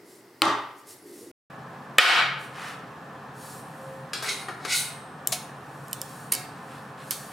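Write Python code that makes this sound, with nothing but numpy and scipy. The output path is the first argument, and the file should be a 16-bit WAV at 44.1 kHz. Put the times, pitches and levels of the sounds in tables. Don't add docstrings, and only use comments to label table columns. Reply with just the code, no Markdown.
import sys
import numpy as np
from scipy import signal
from scipy.fft import rfft, irfft, next_fast_len
from scipy.io import wavfile
from scipy.ndimage import uniform_filter1d

SR = 44100
rng = np.random.default_rng(int(sys.argv[2]) if len(sys.argv) > 2 else 0)


def unload_wav(signal):
    wavfile.write(
        sys.argv[1],
        SR,
        np.round(np.clip(np.atleast_2d(signal).T, -1, 1) * 32767).astype(np.int16),
    )


N = 322812
TIME = np.arange(N) / SR
AGE = np.arange(SR) / SR
SILENCE_START_S, SILENCE_END_S = 1.314, 1.5

# (pitch [Hz], level [dB], time to fade by 60 dB [s])
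ROLLER_TONES = [(323, -12.5, 0.043), (1110, -4, 0.042), (1380, -11, 0.048), (2300, 7.5, 0.0047),
                (3050, 0, 0.01), (4120, 6.5, 0.0064), (5100, -5, 0.0068), (7250, -6.5, 0.0037),
                (9000, -5.5, 0.0095), (10200, -3.5, 0.0035)]
BLOCK_TONES = [(526, -11.5, 0.022), (1247, -9.5, 0.033), (1828, -6, 0.031), (2310, -6.5, 0.018),
               (2500, -4.5, 0.021), (3050, -12.5, 0.031), (3440, -14.5, 0.036), (3880, -12, 0.011),
               (5900, -19, 0.011), (7950, -6, 0.0045), (9800, -24, 0.0044), (11840, -10, 0.0047)]
# (pitch [Hz], level per Hz [dB])
MAT_BOOM = [(47, -66.5), (80, -33), (106, -31), (168, -13.5), (325, -5.5), (482, -13), (1110, -3.5),
            (1210, -1), (1720, -15.5), (1870, -8), (2330, -17.5), (3240, -15), (5720, -23), (8870, -29),
            (15000, -49)]
BENCH_BOOM = [(120, -58.5), (200, -32), (383, -8), (435, -15), (540, -11), (647, -13), (721, -7.5),
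              (929, -7.5), (1260, -1.5), (1910, -4.5), (2060, -7.5), (3060, -11), (6300, -22), (9720, -23),
              (15000, -38)]
# (pitch [Hz], level [dB])
MAT_HUM = [(118.4, -46), (285.3, -40.5), (333.8, -42), (419.9, -39), (565.2, -50), (640.6, -51),
           (812.9, -40), (893.6, -33), (1023, -37.5), (1190, -34.5), (1351, -43), (1572, -45),
           (1884, -55.5), (2175, -65.5), (2229, -51), (2433, -50)]
BENCH_HUM = [(732.1, -33), (1136, -39), (1244, -31), (1400, -32), (1620, -42), (1750, -46), (1841, -33),
             (1916, -40), (2175, -52), (2299, -34), (2466, -33.5), (2616, -47.5), (2686, -56.5),
             (2783, -57.5), (2982, -35), (3149, -49.5), (3311, -49), (3424, -47.5), (3688, -40.5),
             (4027, -44), (4199, -50.5), (4360, -47), (4710, -52), (4883, -46), (5303, -59), (5685, -51.5),
             (6406, -62.5), (6971, -58)]


def knocks():
    out = np.zeros((2, N))
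    drop = knock(ROLLER_TONES, MAT_BOOM, MAT_HUM,
                 crack_db=-11.5, echo_db=-24, boom_db=-0.5, hum_db=-8.0, hum_t60=0.68)
    add(out, 0.4194, amp(-9.0) * drop, pan_db=0.4)
    thump = ring([(283, -1.5, 0.3), (327, 2, 0.3)], scatter_db=1)
    add(out, 0.4215, amp(-18) * thump)
    bounce = coloured(ring(ROLLER_TONES, scatter_db=3.5), [(2000, -14.5), (8000, 6.5)])
    add(out, 0.4541, amp(-27.5) * bounce, pan_db=-1.5)

    graze = ring(BLOCK_TONES, scatter_db=8.5)
    add(out, 1.9824, amp(-18.5) * graze)
    landing = knock(BLOCK_TONES, BENCH_BOOM, BENCH_HUM,
                    crack_db=-13, echo_db=-13, boom_db=-4.5, hum_db=-12, hum_t60=0.6)
    bright = coloured(landing, [(800, -4.5), (2000, 0.5), (3800, 5.5), (12000, -1.0)])
    add(out, 1.9842, amp(13) * bright, pan_db=0.5)
    return out


def knock(body, boom, hum_tones, crack_db, echo_db, boom_db, hum_db, hum_t60):
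    crack = blow(rng.standard_normal(SR) * fade(0.0094))
    clack = ring(body, scatter_db=1.0) + amp(crack_db) * crack
    room = blow(coloured(room_tail(), boom))
    shared_phase = rng.uniform(0, 2 * np.pi, (len(hum_tones), 1, 1))
    phases = shared_phase + rng.normal(0, 0.19, (len(hum_tones), 2, 1))
    hum = np.zeros((2, SR))
    for (hz, db), phase in zip(hum_tones, phases):
        hum += amp(db) * np.sin(2 * np.pi * hz * AGE + phase)
    hum = blow(hum * fade(hum_t60) * (1 - fade(0.01)))
    return nearby(clack, echo_db) + amp(boom_db) * room + amp(hum_db) * hum


def nearby(x, echo_db):
    delays = (rng.uniform(0.004, 0.013, 7) * SR).astype(int)
    echoes = sum(rng.choice([-1, 1]) * np.pad(x, (delay, 0))[:SR] for delay in delays)
    return x + amp(echo_db) * coloured(echoes, [(2500, 1), (8000, -20.0)])


# (pitch [Hz], level [dB], time to fade by 60 dB [s])
CASE_TONES = [(3017, -12.5, 0.024), (5100, -10, 0.015), (5860, -9.5, 0.013), (6640, -15, 0.0055),
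              (7270, -5.5, 0.012), (8560, -2, .01), (9040, -20, 0.0091), (8800, -0.5, 0.0079),
              (10750, 0.5, 0.0054), (11520, 2, 0.0096), (12100, -11, 0.012), (12600, -16, .005),
              (14400, -2, 0.006)]
# (time [s], level [dB], left over right [dB])
CLICKS = [(5.2729, -22.5, 2.5), (5.8823, -50, -2), (5.9122, -51, -4), (5.9306, -28.5, -4),
          (6.0159, -31.5, -4), (6.322, -25.5, 5), (6.336, -29.5, -5), (6.341, -32, -7), (6.3504, -31, 0),
          (7.1086, -27.5, -7.5)]


def clicks():
    out = np.zeros((2, N))
    for s, db, pan_db in CLICKS:
        noise = rng.standard_normal(SR) * fade(0.0095)
        edge = blow(coloured(noise, [(1000, -12), (3000, -3.0), (8000, 4.5), (15000, -4.0)]))
        case = ring(CASE_TONES, scatter_db=1.5)
        snap = amp(db) * (case + amp(-7) * edge)
        add(out, s, snap + amp(db - 10.0) * in_room(edge), pan_db)
        add(out, s + 0.01, amp(-20) * snap)
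    return out


# (time [s], level [dB], relative thud [dB], treble tilt [dB],
# relative room and beam [dB], rattle's time to fade by 60 dB [s], left over right [dB])
TAPS = [(4.1328, -30.5, -0.5, -9.5, 4, 0.048, 1), (4.2241, -41, 10, -1.5, 10, 0.037, 3),
        (4.4845, -44.5, 20, -6.5, 0.5, 0.095, 2), (4.6497, -34.5, 9.5, -8.5, -11.5, 0.076, 5),
        (5.321, -34, -6, 1, -18, 0.042, 13), (5.324, -22, -18, -1.5, -6, 0.11, 0),
        (6.3196, -35.5, -5, -3, 8.5, 0.027, -1), (6.321, -24, -9, 5.5, -14.5, 0.032, -3.5),
        (6.7815, -58.5, 2, -28, 2, .03, -2), (7.1087, -27.5, -9, 1.5, -3.5, 0.14, 0.5)]
# (pitch [Hz], level [dB], time to fade by 60 dB [s])
HOLLOW_TONES = [(376, -2.5, 0.39), (459, -5.5, .15), (646, 3, 0.11), (736.6, 0.5, 0.36), (1320, 4.5, 0.3),
                (1880, 6.5, 0.1)]


def taps():
    out = np.zeros((2, N))
    thud_colour = [(150, -43), (380, 10.5), (750, -5.0), (1300, 9.5), (2200, 0.0), (4000, -46)]
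    for s, db, thud_db, treble_db, room_db, t60, pan_db in TAPS:
        chatter = rng.standard_normal(SR) * fade(t60) * (1 - fade(0.00055))
        hardness = [(4500, 0.6), (7500, treble_db - 1.0), (10500, treble_db),
                    (15000, 2.4 * treble_db - 10.5)]
        steel = blow(coloured(chatter, [(800, -35.5), (2200, -4.5)] + hardness))
        thud = blow(coloured(chatter, thud_colour))
        hollow = ring(HOLLOW_TONES, scatter_db=4.5)
        rattle = steel + amp(thud_db - 10.0) * (amp(2.5) * thud + amp(-2) * hollow)
        beam = amp(-3.5) * coloured(steel_ring(scatter_db=3.5), hardness)
        ringing = amp(-1.0) * in_room(rattle) + beam
        add(out, s, amp(db) * (rattle + amp(room_db) * ringing), pan_db)
    return out


# (pitch [Hz], level [dB], time to fade by 60 dB [s])
STEEL_TONES = [(1430, -12, .4), (2170, -8, .35), (2290, -6, .4), (3180, -6, .3), (3680, -8, .3),
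               (3930, -6, .25), (4226, -3, .3), (4360, -6, .4), (4650, -5, .22), (5141, -8, .3),
               (5715, -5, .25), (6428, -8, .3), (6955, -5, .27), (7620, -8, .3), (8080, -9, .35),
               (8400, -7, .8), (8909, -8, .55), (9534, -6, .65), (9841, -8, .4), (10280, -9, .4),
               (10870, -6, .45), (11060, -8, .4), (12020, -7, .32), (12330, -9, .35), (13450, -8, .42)]


def steel_ring(scatter_db):
    return ring(STEEL_TONES, scatter_db)


def through_beam(x):
    return signal.fftconvolve(x, unit(steel_ring(scatter_db=2.5)) / np.sqrt(SR))[:N]


# (pitch [Hz], level per Hz [dB])
DRAG_COLOUR = [(410, -50.5), (700, -38), (1150, -39), (1480, 4.5), (1760, -35.5), (1950, 1), (2190, 2.5),
               (2690, -7), (3270, -8), (3920, 1.5), (4640, -3.5), (9850, -5.5), (15500, -23)]
# (time of hardest press [s], time from then to lift-off [s],
# relative level [dB], treble [dB], easing [dB per s])
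DRAGS = [(4.294, 0.14, -18, -10, 403), (4.726, 0.083, -15, -6, 134)]
PRESS_DB_PER_S, LIFT_DB_PER_S = 300, 1200
LIGHT_DB = -44.5
BRIGHTEN_DB, BRIGHTEN_S = 18, 0.036


def drag():
    grit = friction(DRAG_COLOUR, rough_db=1.5)
    dull = coloured(grit, [(1400, 5.5), (2400, 4), (3900, -0.5), (5200, 0.5),
                           (8000, -5.0), (11000, -13.5), (15000, -17)])
    scrape = np.zeros(N)
    for s, slide_s, db, treble_db, ease_db_per_s in DRAGS:
        before = np.maximum(s - TIME, 0)
        after = np.maximum(TIME - s, 0)
        lifted = np.maximum(after - slide_s, 0)
        sliding_db = np.maximum(db - ease_db_per_s * after, LIGHT_DB)
        level_db = sliding_db - PRESS_DB_PER_S * before - LIFT_DB_PER_S * lifted
        bright_db = treble_db + BRIGHTEN_DB * (1 - np.exp(-after / BRIGHTEN_S))
        scrape += amp(level_db) * (dull + amp(bright_db) * (grit - dull))
    return amp(-9) * scrape + amp(-9) * in_room(scrape) + amp(-17) * through_beam(scrape)


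# (pitch [Hz], level per Hz [dB])
SKIN_COLOUR = [(1500, -16.5), (2000, -10), (3200, -5), (4400, -2), (5400, -1), (7000, 0.5), (10000, 3),
               (13000, -3.5), (15500, -9.5)]
# (start [s], length [s], level before the mix [dB])
BRUSHES = [(.03, 0.19, -49), (.76, 0.057, -49.5), (.855, 0.097, -38), (1.01, 0.32, -45), (2.375, 0.11, -46),
           (2.61, .15, -48.5), (3.33, 0.31, -41), (3.55, 0.56, -54), (5.5, 0.99, -52), (5.97, .33, -48.5),
           (6.5, 0.46, -54), (6.97, 0.44, -43)]
# (start [s], length [s], level before the mix [dB])
SHOVES = [(2.51, 0.26, -30.5), (6.49, 0.17, -46), (6.66, 0.13, -40), (6.965, 0.079, -38.5),
          (7.26, .14, -42)]
NOTE_START_S, NOTE_LENGTH_S = 3.735, 0.36
NOTE_DB, NOTE_HZ = -39, 531.4


def handling():
    skin = strokes(BRUSHES) * friction(SKIN_COLOUR, rough_db=1.5)
    wood = strokes(SHOVES) * friction(BENCH_BOOM, rough_db=2.5)
    rubbing = skin + wood
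    steel = through_beam(skin * (TIME > SILENCE_END_S))
    note = amp(NOTE_DB) * stroke(NOTE_START_S, NOTE_LENGTH_S) * np.sin(2 * np.pi * NOTE_HZ * TIME)
    return amp(-9.5) * rubbing + amp(-10.5) * in_room(rubbing) + amp(-14.0) * steel + note


def friction(colour, rough_db):
    slips = unit(uniform_filter1d(rng.standard_normal(N), size=60))
    return unit(coloured(rng.standard_normal(N) * amp(rough_db * slips), colour))


def stroke(start, length):
    return np.sin(np.pi * np.clip((TIME - start) / length, 0, 1))


def strokes(rows):
    return sum(amp(db) * stroke(start, length) for start, length, db in rows)


# (time of the top [s], relative level [dB])
WHISTLES = [(1.121, -58), (3.76, -61)]
WHISTLE_TOP_HZ, WHISTLE_SAG_HZ, WHISTLE_HALF_S = 12800, 6200, 0.17
WHISTLE_FORMANT_HZ, WHISTLE_WIDTH_HZ = 9800, 1000


def whistle():
    band = unit(coloured(rng.standard_normal(N), [(200, 5), (700, -29), (2000, -74.5)]))
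    out = np.zeros(N)
    for s, db in WHISTLES:
        drop = np.minimum(((TIME - s) / WHISTLE_HALF_S) ** 2, 1)
        hz = WHISTLE_TOP_HZ - WHISTLE_SAG_HZ * drop
        resonance = 1 / np.hypot(1, (hz - WHISTLE_FORMANT_HZ) / WHISTLE_WIDTH_HZ)
        carrier = np.sin(2 * np.pi * np.cumsum(hz) / SR)
        out += amp(db) * np.sqrt(1 - drop) * resonance * unit(band * carrier)
    return out


# (pitch [Hz], level per Hz [dB])
QUIET_COLOUR = [(18, -81.5), (30, -66), (85, -40.5), (105, -15.5), (237, -18.5), (359, -12), (561, -18),
                (1720, -25.5), (2020, -21), (2360, -31.5), (3780, -35), (5040, -29), (6210, -37),
                (9680, -36), (15500, -38.5)]
FAN_COLOUR = [(18, -77), (30, -47), (140, -0.5), (243, -7), (359, -11.5), (518, -9.5), (575, -12),
              (1080, -9.5), (1820, -15.5), (2130, -24.5), (2420, -23.5), (4540, -33.5), (7650, -39),
              (8500, -39), (15500, -46)]
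# (pitch [Hz], half-width [Hz], relative level [dB])
FAN_PEAKS = [(137.7, 8.3, -44.5), (181, 15, -59), (120.5, 4.7, -57.5), (204.6, 39, -60.5), (243, 15, -55),
             (532, 12, -51), (740, 110, -46), (1076, 144, -46)]
# (start [s], length [s], level added to the steady rush [dB])
RUSHES = [(-.15, .45, -60.5), (1.0, .38, -46.5)]
RUSH_DB = -60


def background():
    air = unit(coloured(diffuse(N), QUIET_COLOUR))
    hollow = unit(coloured(diffuse(N), [(50, -57.5), (150, -21.5), (290, -5.0),
                                        (400, 0.0), (600, -26.5), (1500, -61.0)]))
    quiet = amp(-54.5) * air + (amp(RUSH_DB) + strokes(RUSHES)) * hollow
    rush_of_fan = unit(ragged(coloured(diffuse(N), FAN_COLOUR), depth_db=2.5, width_hz=22))
    drone = unit(filtered(diffuse(N), fan_resonances))
    fan = amp(-43.5) * rush_of_fan + amp(-47.0) * drone
    return np.where(TIME < SILENCE_START_S, quiet, fan)


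def fan_resonances(f):
    return sum(amp(db) / np.sqrt(width) / (1 + ((f - hz) / width) ** 4)
               for hz, width, db in FAN_PEAKS)


# (pitch [Hz], time to fade by 60 dB [s])
ROOM_FADE = [(150, 0.47), (1000, 0.66), (2500, 0.63), (5000, 0.46), (10000, 0.37), (15000, 0.4)]


def room_tail():
    hz, t, z = signal.stft(diffuse(SR), SR, nperseg=256)
    decay = np.exp(-np.log(1000) * t / along(ROOM_FADE, hz)[:, None])
    tail = signal.istft(z * decay, SR, nperseg=256)[1][:, :SR]
    tail = ragged(tail, depth_db=4, width_hz=45)
    return unit(tail * (1 - fade(0.0077))) / np.sqrt(SR)


def in_room(x):
    return signal.fftconvolve(x[None], room_tail(), axes=1)[:, :len(x)]


# (pitch [Hz], side over mid [dB])
WIDTH = [(100, -44.5), (250, -23), (500, -19.5), (1000, -9.5), (4000, -7), (15000, -9)]


def diffuse(size):
    mid, side = rng.standard_normal((2, size))
    side = coloured(side, WIDTH)
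    return np.array([mid + side, mid - side])


def ring(modes, scatter_db):
    sway = np.zeros(SR)
    for k, (hz, db, t60) in enumerate(modes):
        strength = (-1) ** k * amp(db + scatter_db * rng.normal())
        sway += strength * fade(t60) * np.sin(2 * np.pi * hz * AGE)
    return blow(sway * (1 - fade(0.0015)))


def fade(t60):
    return np.exp(-np.log(1000) * AGE / np.maximum(t60, 1e-4))


def ragged(x, depth_db, width_hz):
    knots = rng.standard_normal(SR)

    def response(hz):
        return amp(depth_db * np.clip(np.interp(hz / width_hz, np.arange(SR), knots), -2, 2))

    return filtered(x, response)


def coloured(x, points):
    return filtered(x, lambda hz: amp(along(points, hz)))


def filtered(x, response):
    n = x.shape[-1]
    padded = next_fast_len(n + 8192)
    return irfft(rfft(x, padded) * response(np.fft.rfftfreq(padded, 1 / SR)), padded)[..., :n]


def along(points, hz):
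    f, v = np.transpose(points)
    return np.interp(np.log(hz + 1), np.log(f), v)


def amp(db):
    return 10 ** (np.asarray(db) / 20)


def unit(x):
    return x / np.sqrt(np.mean(x ** 2) + 1e-20)


def blow(x):
    return unit(x) / 10


def add(track, s, sound, pan_db=0):
    start = round(s * SR)
    part = (sound * amp([[pan_db / 2], [-pan_db / 2]]))[:, :N - start]
    track[:, start:start + part.shape[1]] += part


def scene():
    things = knocks() + clicks() + taps() + drag() + handling()
    ping = ring([(9600, -6, 0.036), (11500, -3, 0.012)], scatter_db=0.5)
    add(things, 6.3224, amp(-20) * ping, pan_db=-5.0)
    low_note = ring([(636, 0, 0.11), (732, 0, 0.28)], scatter_db=0.5)
    add(things, 5.324, amp(-32.5) * low_note)
    low_cut = signal.butter(4, 105, "high", fs=SR, output="sos")
    return signal.sosfilt(low_cut, things) + whistle() + background()


def gain_control(x, threshold_db, share, release_db):
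    power = np.abs(uniform_filter1d(np.mean(x ** 2, axis=0), size=130))
    over = np.maximum(10 * np.log10(power + 1e-12) - threshold_db, 0) * share
    held = np.maximum.accumulate(over + release_db * TIME) - release_db * TIME
    return x * amp(-uniform_filter1d(held, size=30))


TOP_HZ = 15900


def record(dry):
    controlled = gain_control(dry, threshold_db=-13.5, share=0.75, release_db=116.5)
    clipped = np.clip(controlled, -1, 1)
    live = (TIME < SILENCE_START_S) | (TIME > SILENCE_END_S)
    gate = uniform_filter1d(live * 1.0, size=100)
    return filtered(clipped * gate, lambda hz: 1 / np.sqrt(1 + (hz / TOP_HZ) ** 120))


dry = scene()
out = record(dry)
unload_wav(out)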